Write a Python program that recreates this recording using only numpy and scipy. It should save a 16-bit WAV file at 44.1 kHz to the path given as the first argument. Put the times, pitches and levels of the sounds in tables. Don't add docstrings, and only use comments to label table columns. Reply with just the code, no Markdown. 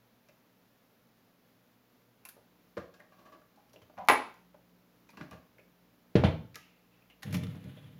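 import sys
import numpy as np
from scipy import signal
from scipy.fft import rfft, irfft
from scipy.io import wavfile
from scipy.ndimage import uniform_filter1d

SR = 44100
rng = np.random.default_rng(int(sys.argv[2]) if len(sys.argv) > 2 else 0)


def inscribe(sig):
    pcm = np.round(np.clip(np.atleast_2d(sig).T, -1, 1) * 32767)
    wavfile.write(sys.argv[1], SR, pcm.astype(np.int16))


def boost_factor(decibels):
    exponent = np.asarray(decibels, float) / 20
    return 10 ** exponent


N = 352359
BLOW_T = np.arange(int(0.6 * SR)) / SR

# [f/Hz, level/dB per Hz]
AIR = [(20, -23), (53, -13), (85, -17.5), (115, -2), (150, -8.5), (250, 0), (330, -9), (480, -7),
       (700, -11), (1750, -16.5), (5000, -23.5), (9000, -28.5), (15300, -21.5), (16500, -34.5)]
AIR_DB = -68
# [f/Hz, level/dB]
HUM_LINES = [(118.4, -81), (177.6, -82), (242.2, -87.5), (479.1, -89)]
# [f/Hz, level/dB]
MOTOR_LINES = [(59.2, -83.5), (177.6, -74.5), (301.5, -81)]
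# [t/s, level/dB]
MOTOR_LOAD = [
    (0, -67),
    (2.6, -3),
    (2.9, -6.5),
    (4.6, 0.5),
    (6, -0.5),
    (8, 0.5),
]
# [f/Hz, t60/s, echo level/dB]
ROOM = [(59.65, .45, -6), (301, 0.42, -5), (1498, 0.36, -3.5), (5000, 0.455, -8), (13960, 0.21, -3.5)]
ROOM_RISE_S = 0.0015

# [f/Hz, width/Hz, level/dB]
PIVOT = [(1300, 200, -12), (2008, 240, -3), (2630, 265, 4), (3030, 500, -4)]
# [t/s, level/dB]
SWINGS = [
    (6.59, -59.5),
    (6.664, -74),
    (6.928, -71),
]
SWING_RISE_S, SWING_FADE_DB_S = 0.026, 94

# [f/Hz, width/Hz, level/dB]
DECK = [(260, 150, -1.5), (637, 63, -0.5), (1124, 47, -1.5), (1650, 53, -7), (2700, 530, -11),
        (4370, 1500, -14.5)]
# [t/s, level/dB]
CATCHES = [
    (2.775, -51.5),
    (2.945, -67),
    (3.001, -63.5),
    (3.419, -78),
    (5.14, -66),
    (5.182, -55),
    (5.22, -60),
    (5.324, -55),
]
CATCH_RISE_S, CATCH_FADE_DB_S = 0.01, 255
TOOTH_FIRST_S, TOOTH_GAP_S, TOOTH_DB, TOOTH_GROWS_DB = 3.125, 0.0672, -65, 1.6

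# [f/Hz, level/dB, t60/s]
CABINET = [(92, -6.5, 0.097), (167, -2.5, 0.41), (276, -20, 1)]
# [t/s, level/dB, plate note f/Hz, contact/ms]
TAPS = [(2.252, -51, 1040, 12), (2.366, -51.5, 650, 18), (2.769, -30.5, 515, 12), (3.737, -52, 480.8, 5.5),
        (3.759, -48.5, 500, 13), (3.898, -50.5, 624, 4.2), (3.938, -55, 689.5, 6), (4.543, -49, 590, 9.2),
        (5.092, -54.5, 940, 6), (5.589, -51.5, 523, 9.5), (6.56, -41.5, 1300, 8.6), (7.231, -45, 777, 5),
        (2.779, -40, 1080, 6.9)]
# [t/s, level/dB, plate note f/Hz, contact/ms]
TWANGS = [
    (0.288, -55.5, 540, 14),
    (3.574, -56, 810, 26),
    (3.977, -35, 767, 31),
    (4.011, -39, 786, 16),
    (7.772, -46.5, 480, 12),
]
# [t/s, level/dB, plate note f/Hz, contact/ms]
THUMPS = [(2.775, -37.5, 474, 4.9), (3.819, -53.5, 474, 12), (3.971, -50.5, 829, 5.7),
          (5.134, -54, 600, 6.6), (5.173, -44, 1080, 4.7), (5.204, -44.5, 1170, 3.6), (5.211, -35, 179, 6),
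          (5.313, -46, 1150, 6.9), (5.331, -42, 505, 6.6), (7.329, -36.5, 474, 4.2), (7.548, -48, 505, 9.1)]
# [note share level/dB, cabinet beside plate level/dB]
TAP_MIX = (9.8, -26)
TWANG_MIX = (12, -15)
THUMP_MIX = (0.3, -0.5)

# [t/s, level/dB, ring f/Hz, contact/ms]
KNOB = [
    (2.252, -40, 2750, 8.4),
    (2.2882, -44.5, 1650, 8.2),
]
# [t/s, level/dB, ring f/Hz, contact/ms]
SNAPS = [
    (3.5594, -62.5, 1710, 7.4),
    (4.074, -52.5, 2317, 4),
    (5.3108, -46.5, 2700, 3.4),
    (7.2229, -45.5, 2545, 6.7),
    (7.3679, -40, 1880, 5),
    (7.4364, -43, 3560, 5.7),
]
# [t/s, level/dB, ring f/Hz, contact/ms]
TICKS = [(1.1894, -68, 1810, 4.6), (3.695, -64, 5600, 6), (3.7323, -53, 5730, 12), (4.049, -59, 6470, 5.8),
         (4.341, -57, 7000, 3.6), (5.1027, -52, 2390, 9), (6.5563, -32, 2200, 3.2), (7.231, -33, 2210, 5.2),
         (7.3073, -49, 3670, 9), (7.3267, -37, 2430, 20), (7.3426, -32.5, 2740, 15),
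         (7.5554, -59, 1720, 6.5), (7.641, -54.5, 2190, 4.6)]
# [t/s, level/dB, ring f/Hz, contact/ms]
PINGS = [(3.0001, -45.5, 1860, 7.2), (3.4171, -55, 1510, 3.4), (3.7604, -49, 2880, 4.5),
         (5.2024, -61, 2760, 3.9), (5.315, -53, 2750, 9), (5.176, -64, 2700, 5.3), (5.5832, -52.5, 2100, 5),
         (5.5952, -53.5, 2440, 4.5), (7.0225, -58, 2560, 4), (7.0996, -49.5, 2770, 17),
         (7.7692, -53.5, 3380, 18.6), (7.8423, -56.5, 3330, 5)]
# [t/s, level/dB, ring f/Hz, contact/ms]
CLACKS = [(0.287, -52, 2600, 7.7), (2.7704, -61, 2160, 3.3), (2.7787, -47.5, 1580, 4.2),
          (2.9396, -54, 1650, 22), (3.8175, -55.5, 3170, 11), (3.9864, -54.5, 1606, 3.1),
          (5.0905, -51.5, 2520, 8.9), (5.1715, -44.5, 2700, 4.4), (6.544, -44, 2470, 10.2),
          (7.1383, -72, 2810, 6.6), (7.469, -44.5, 1390, 2.6)]
# [ring share level/dB, bright tick beside crack level/dB]
KNOB_MIX = (-1, 4.4)
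SNAP_MIX = (-6.5, -4.5)
TICK_MIX = (-5.5, -5.5)
PING_MIX = (19, -17)
CLACK_MIX = (0.5, -19)

# [f/Hz, level/dB per Hz]
SCRAPE = [(700, -6), (1300, -6.5), (2200, -6), (3500, -6), (5500, -26), (10000, -17.5), (16000, -27.5)]
# [t/s, level/dB]
SKIDS = [
    (7.232, -47.5),
    (7.348, -42.5),
    (7.438, -52.5),
]
SKID_RISE_S, SKID_FADE_DB_S = 0.012, 1002.5
# [f/Hz, width/Hz, level/dB]
SPEAKER = [(100.2, 16.6, 1.5), (135.7, 36, 3), (176.6, 39, 2), (252.8, 59, -4.5), (365, 116, -19.5),
           (474, 49, -13.5), (607, 37, -16)]
# [t/s, rumble level/dB]
BUMPS = [
    (7.268, -36),
    (7.305, -39.5),
    (7.345, -30.5),
    (7.368, -31.5),
    (7.44, -36),
    (7.484, -38),
    (7.558, -45),
    (7.666, -40.5),
    (7.846, -52),
    (7.972, -56),
]
BUMP_RISE_S, BUMP_FADE_DB_S = 0.026, 236
LANDS_S, GROOVE_DB, DUST_DB, SETTLES_DB_S, DUST_CLEARS_DB_S = 7.268, -49, -61, 7.5, 13

# [t/s, level/dB, push/ms, shudder below it level/dB, chatter level/dB]
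DROPS = [
    (6.154, -7, 2.27, -5.5, -27.5),
    (6.1585, -11.5, 5.7, -17, -35.5),
    (6.237, -11, 1.17, -4.5, -28),
    (6.244, -11, 6.3, -7, -29.5),
]
# [f/Hz, level/dB, t60/s]
PLATTER = [(479, 4, 0.2), (624, 2.5, 0.12), (670, -7, 0.353), (829, -22, 0.3), (950, -16, 0.18),
           (1046, -16, 0.245)]
# [f/Hz, level/dB per Hz]
DISC_TONE = [(40, -39), (95, 2.5), (165, -3), (220, -11.5), (280, -9), (360, -20.5), (480, -14),
             (1300, -26), (3500, -32), (6500, -54), (10000, -54.5), (16000, -77)]

# [t/s, level/dB, brightness/dB an octave, pin level/dB, contact/ms]
LATCH_BLOWS = [
    (4.086, -3.5, 1.8, -47.5, 3.5),
    (4.0988, -4.5, -0.6, -42.5, 4.6),
    (4.113, -17.5, 0.2, -32, 2.9),
    (4.121, -16.5, -3, -42.5, 2.3),
]
# [f/Hz, level/dB, t60/s]
LATCH_DECK = [(265, 0, 0.38), (554.5, -2.5, 0.19), (810, -6.5, 0.09), (824, -3, 0.23), (1031, 1, 0.17),
              (1077, -4, 0.22), (1300, 7.5, 0.15), (1420, -10, 0.05), (1691, -18, 1.0), (1810, -19, 0.15),
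              (2070, -12.5, 0.32), (2120, -13, 0.28), (2390, -15, 0.22), (3000, -18.5, 0.72)]
# [f/Hz, level/dB, t60/s]
LATCH_PIN = [(10060, -4, .24), (10170, 0, .3), (10300, -5, .2)]
# [f/Hz, level/dB per Hz]
LATCH_TONE = [(60, -39), (120, -16.5), (200, -19), (270, -8.5), (560, -7.5), (1000, 2), (1500, -5.5),
              (2300, -7.5), (4000, -21), (6500, -31), (10000, -27.5), (15300, -43), (16400, -52)]


def level(x, db):
    return x * boost_factor(db) / np.sqrt(np.mean(x ** 2))


def band(x, lo_hz, hi_hz, order=2):
    edges = [lo_hz, min(hi_hz, .45 * SR)]
    return signal.sosfilt(signal.butter(order, edges, "band", fs=SR, output="sos"), x)


def ring(x, hz, t60):
    decay = np.log(1000) / (max(t60, .003) * SR)
    pole = np.exp(2j * np.pi * hz / SR - decay)
    return signal.lfilter([1], [1, -pole], x).imag


def body(x, modes, damp, scatter_db):
    total = 0
    for hz, db, t60 in modes:
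        strength, sign = rng.standard_normal(2)
        total = total + boost_factor(db + scatter_db * strength) * np.sign(sign) * ring(x, hz, damp * t60)
    return total


def contact(ms, rough=0.46):
    force = rough * rng.standard_normal(len(BLOW_T)) * np.exp(-BLOW_T * 1000 / max(ms, .2))
    force[0] += 1.2
    return force


def add(out, s, x, db):
    i = int(s * SR)
    out[i:i + len(x)] += (x * boost_factor(db) / np.abs(x).max())[:N - i]


def curve(rows, column):
    rows = np.array(rows)
    return boost_factor(np.interp(np.arange(N) / SR, rows[:, 0], rows[:, column], left=-150, right=-150))


def jolts(rows, rise_s, fade_db_s):
    t = np.arange(N) / SR
    gain = 0
    for s, db in rows:
        swell = np.sin(np.pi / 2 * np.clip((t - s) / max(rise_s, .001) + 1, 0, 1)) ** 2
        gain = gain + swell * boost_factor(db - fade_db_s * np.maximum(t - s, 0))
    return gain


def colour(x, points):
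    hz, db = np.transpose(points)
    log_f = np.log(np.arange(N // 2 + 1) * SR / N + 1e-3)
    return irfft(rfft(x) * boost_factor(np.interp(log_f, np.log(hz), db, right=-90)), N)


def tone(x, points, tilt_db):
    size = 2 ** 15
    hz, db = np.transpose(points)
    log_f = np.log(np.arange(size // 2 + 1) * SR / size + 10)
    octaves = (log_f - np.log(1000)) / np.log(2)
    gain = boost_factor(np.interp(log_f, np.log(hz), db) + tilt_db * octaves)
    cepstrum = irfft(np.log(gain), size)
    cepstrum[1:size // 2] *= 2
    cepstrum[size // 2 + 1:] = 0
    return irfft(rfft(x, size) * np.exp(rfft(cepstrum)), size)[:len(x)]


def walk(rate):
    k = int(SR / rate)
    steps = np.repeat(rng.standard_normal(N // k + 1), k)
    return level(uniform_filter1d(uniform_filter1d(steps, k), k)[:N], 0)


def humps(peaks, grain_db, rate, order=1):
    total = 0
    for hz, width, db in peaks:
        shake = rng.standard_normal(N) * boost_factor(grain_db * walk(rate))
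        total = total + level(band(shake, hz - width / 2, hz + width / 2, order=order), db)
    return level(total, 0)


def still_air():
    return level(colour(rng.standard_normal(N), AIR), AIR_DB) * boost_factor(.4 * walk(12.0))


def hum_line(hz, db):
    t = np.arange(N) / SR
    return level(np.sin(2 * np.pi * hz * t + .5 * walk(9)), db) * boost_factor(2.5 * walk(11))


def hum():
    mains = sum(hum_line(*row) for row in HUM_LINES)
    motor = sum(hum_line(*row) for row in MOTOR_LINES)
    return mains + curve(MOTOR_LOAD, 1) * motor


def room(x):
    hz, t60, db = np.transpose(ROOM)
    tail = 0
    for lo in 40 * 2 ** np.arange(0, 8.1):
        centre = np.log(np.sqrt(2) * lo)
        decay = boost_factor(-60 * BLOW_T / np.interp(centre, np.log(hz), t60))
        rise = 1 - np.exp(-BLOW_T / ROOM_RISE_S)
        echoes = band(rng.standard_normal(len(BLOW_T)), lo, 2 * lo) * decay * rise
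        echo_gain = boost_factor(np.interp(centre, np.log(hz), db))
        tail = tail + echo_gain * echoes * np.sqrt(2 * lo / SR / np.sum(echoes ** 2))
    x = signal.sosfilt(signal.butter(4, 78, "high", fs=SR, output="sos"), x)
    return x + signal.fftconvolve(x, tail)[:N]


def arm():
    whisper = humps(PIVOT, grain_db=1.5, rate=8)
    return boost_factor(-4) * whisper * jolts(SWINGS, SWING_RISE_S, SWING_FADE_DB_S)


def cam():
    teeth = [(TOOTH_FIRST_S + k * TOOTH_GAP_S, TOOTH_DB + k * TOOTH_GROWS_DB) for k in range(4)]
    rub = humps(DECK, grain_db=1.5, rate=16)
    return boost_factor(4.0) * rub * jolts(CATCHES + teeth, CATCH_RISE_S, CATCH_FADE_DB_S)


def levers():
    out = np.zeros(N)
    for rows, (note_db, cabinet_db) in ((TAPS, TAP_MIX), (TWANGS, TWANG_MIX), (THUMPS, THUMP_MIX)):
        for s, db, hz, ms in rows:
            force = contact(ms)
            plate = [(hz, 0, .03), (1.25 * hz, -5, .025), (.7 * hz, -6, .025)]
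            note = band(body(force, plate, 0.99, 0.57), 150, 3000)
            knock = band(force, 280, 1500)
            add(out, s, level(note, note_db) + level(knock, 0), db)
            boom = body(force, CABINET, .3, 2.34)
            thump = band(force, 87, 230)
            add(out, s, level(boom, -3) + level(thump, 0), db + cabinet_db)
    return out


def clicks():
    out = np.zeros(N)
    kinds = ((KNOB, KNOB_MIX), (SNAPS, SNAP_MIX), (TICKS, TICK_MIX), (PINGS, PING_MIX), (CLACKS, CLACK_MIX))
    for rows, (ring_db, tick_db) in kinds:
        for s, db, hz, ms in rows:
            force = contact(ms, rough=0.71)
            crack = band(force, 1300, 6000)
            add(out, s, level(ring(force, hz, .010), ring_db) + level(crack, 0), db)
            tick = band(contact(0.64 * ms, rough=1.9), 8500, 13000)
            add(out, s, tick, db + tick_db)
    return out


def dust():
    grit = rng.standard_normal(N) * boost_factor(1.9 * walk(60))
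    riding = jolts([(LANDS_S, DUST_DB)], SKID_RISE_S, DUST_CLEARS_DB_S)
    skidding = jolts(SKIDS, SKID_RISE_S, SKID_FADE_DB_S)
    return level(colour(grit, SCRAPE), 0.39) * (skidding + riding)


def rumble():
    boom = band(humps(SPEAKER, grain_db=0.5, rate=13, order=2), 88, 777)
    even = boom / np.sqrt(uniform_filter1d(boom ** 2, int(0.0337 * SR)))
    riding = jolts([(LANDS_S, GROOVE_DB)], BUMP_RISE_S, SETTLES_DB_S)
    return boost_factor(-3.0) * even * (jolts(BUMPS, BUMP_RISE_S, BUMP_FADE_DB_S) + riding)


def disc():
    out = np.zeros(N)
    swell = 1 - np.exp(-BLOW_T / 0.00072)
    for s, db, push_ms, shudder_db, chatter_db in DROPS:
        push = np.sin(np.pi * np.clip(BLOW_T * 1000 / max(push_ms, .5), 0, 1)) ** 2
        add(out, s, band(push, 81, 1400, order=1), db)
        cabinet = level(body(push, CABINET, 0.76, 1.6), -10.0)
        platter = level(body(push, PLATTER, 0.33, 3.7), -4.5)
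        shudder = level(tone(swell * contact(27.16), DISC_TONE, 0), 0)
        add(out, s, cabinet + platter + shudder, db + shudder_db)
        chatter = band(swell * contact(7.7, rough=3.13), 1600, 3770)
        add(out, s, chatter, chatter_db - 1)
    return out


def latch():
    out = np.zeros(N)
    modes = [(hz, db, min(t60, .33)) for hz, db, t60 in LATCH_DECK]
    for s, db, tilt_db, pin_db, ms in LATCH_BLOWS:
        force = contact(ms)
        deck = band(body(force, modes, 0.43, 1.0), 250, 3500)
        buzz = level(force, 0) + level(contact(25), -6)
        add(out, s, level(deck, -8.5) + level(tone(buzz, LATCH_TONE, tilt_db), 0), db)
        pin = band(body(contact(11), LATCH_PIN, 0.37, 0.98), 7000, 11500)
        add(out, s, pin, pin_db)
    return out


def scene():
    mechanism = arm() + cam() + levers() + clicks() + dust() + disc() + latch()
    return (still_air() + hum() + room(mechanism) + rumble())[None]


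def top_cut(x):
    return signal.sosfilt(signal.butter(12, 16820, fs=SR, output="sos"), x)


def record(dry):
    dip_hz, dip_width_hz, depth = 8400, 2500, .75
    notched = signal.lfilter(*signal.iirnotch(dip_hz, dip_hz / dip_width_hz, SR), dry)
    return top_cut(dry + depth * (notched - dry))


dry = scene()
out = record(dry)
inscribe(out)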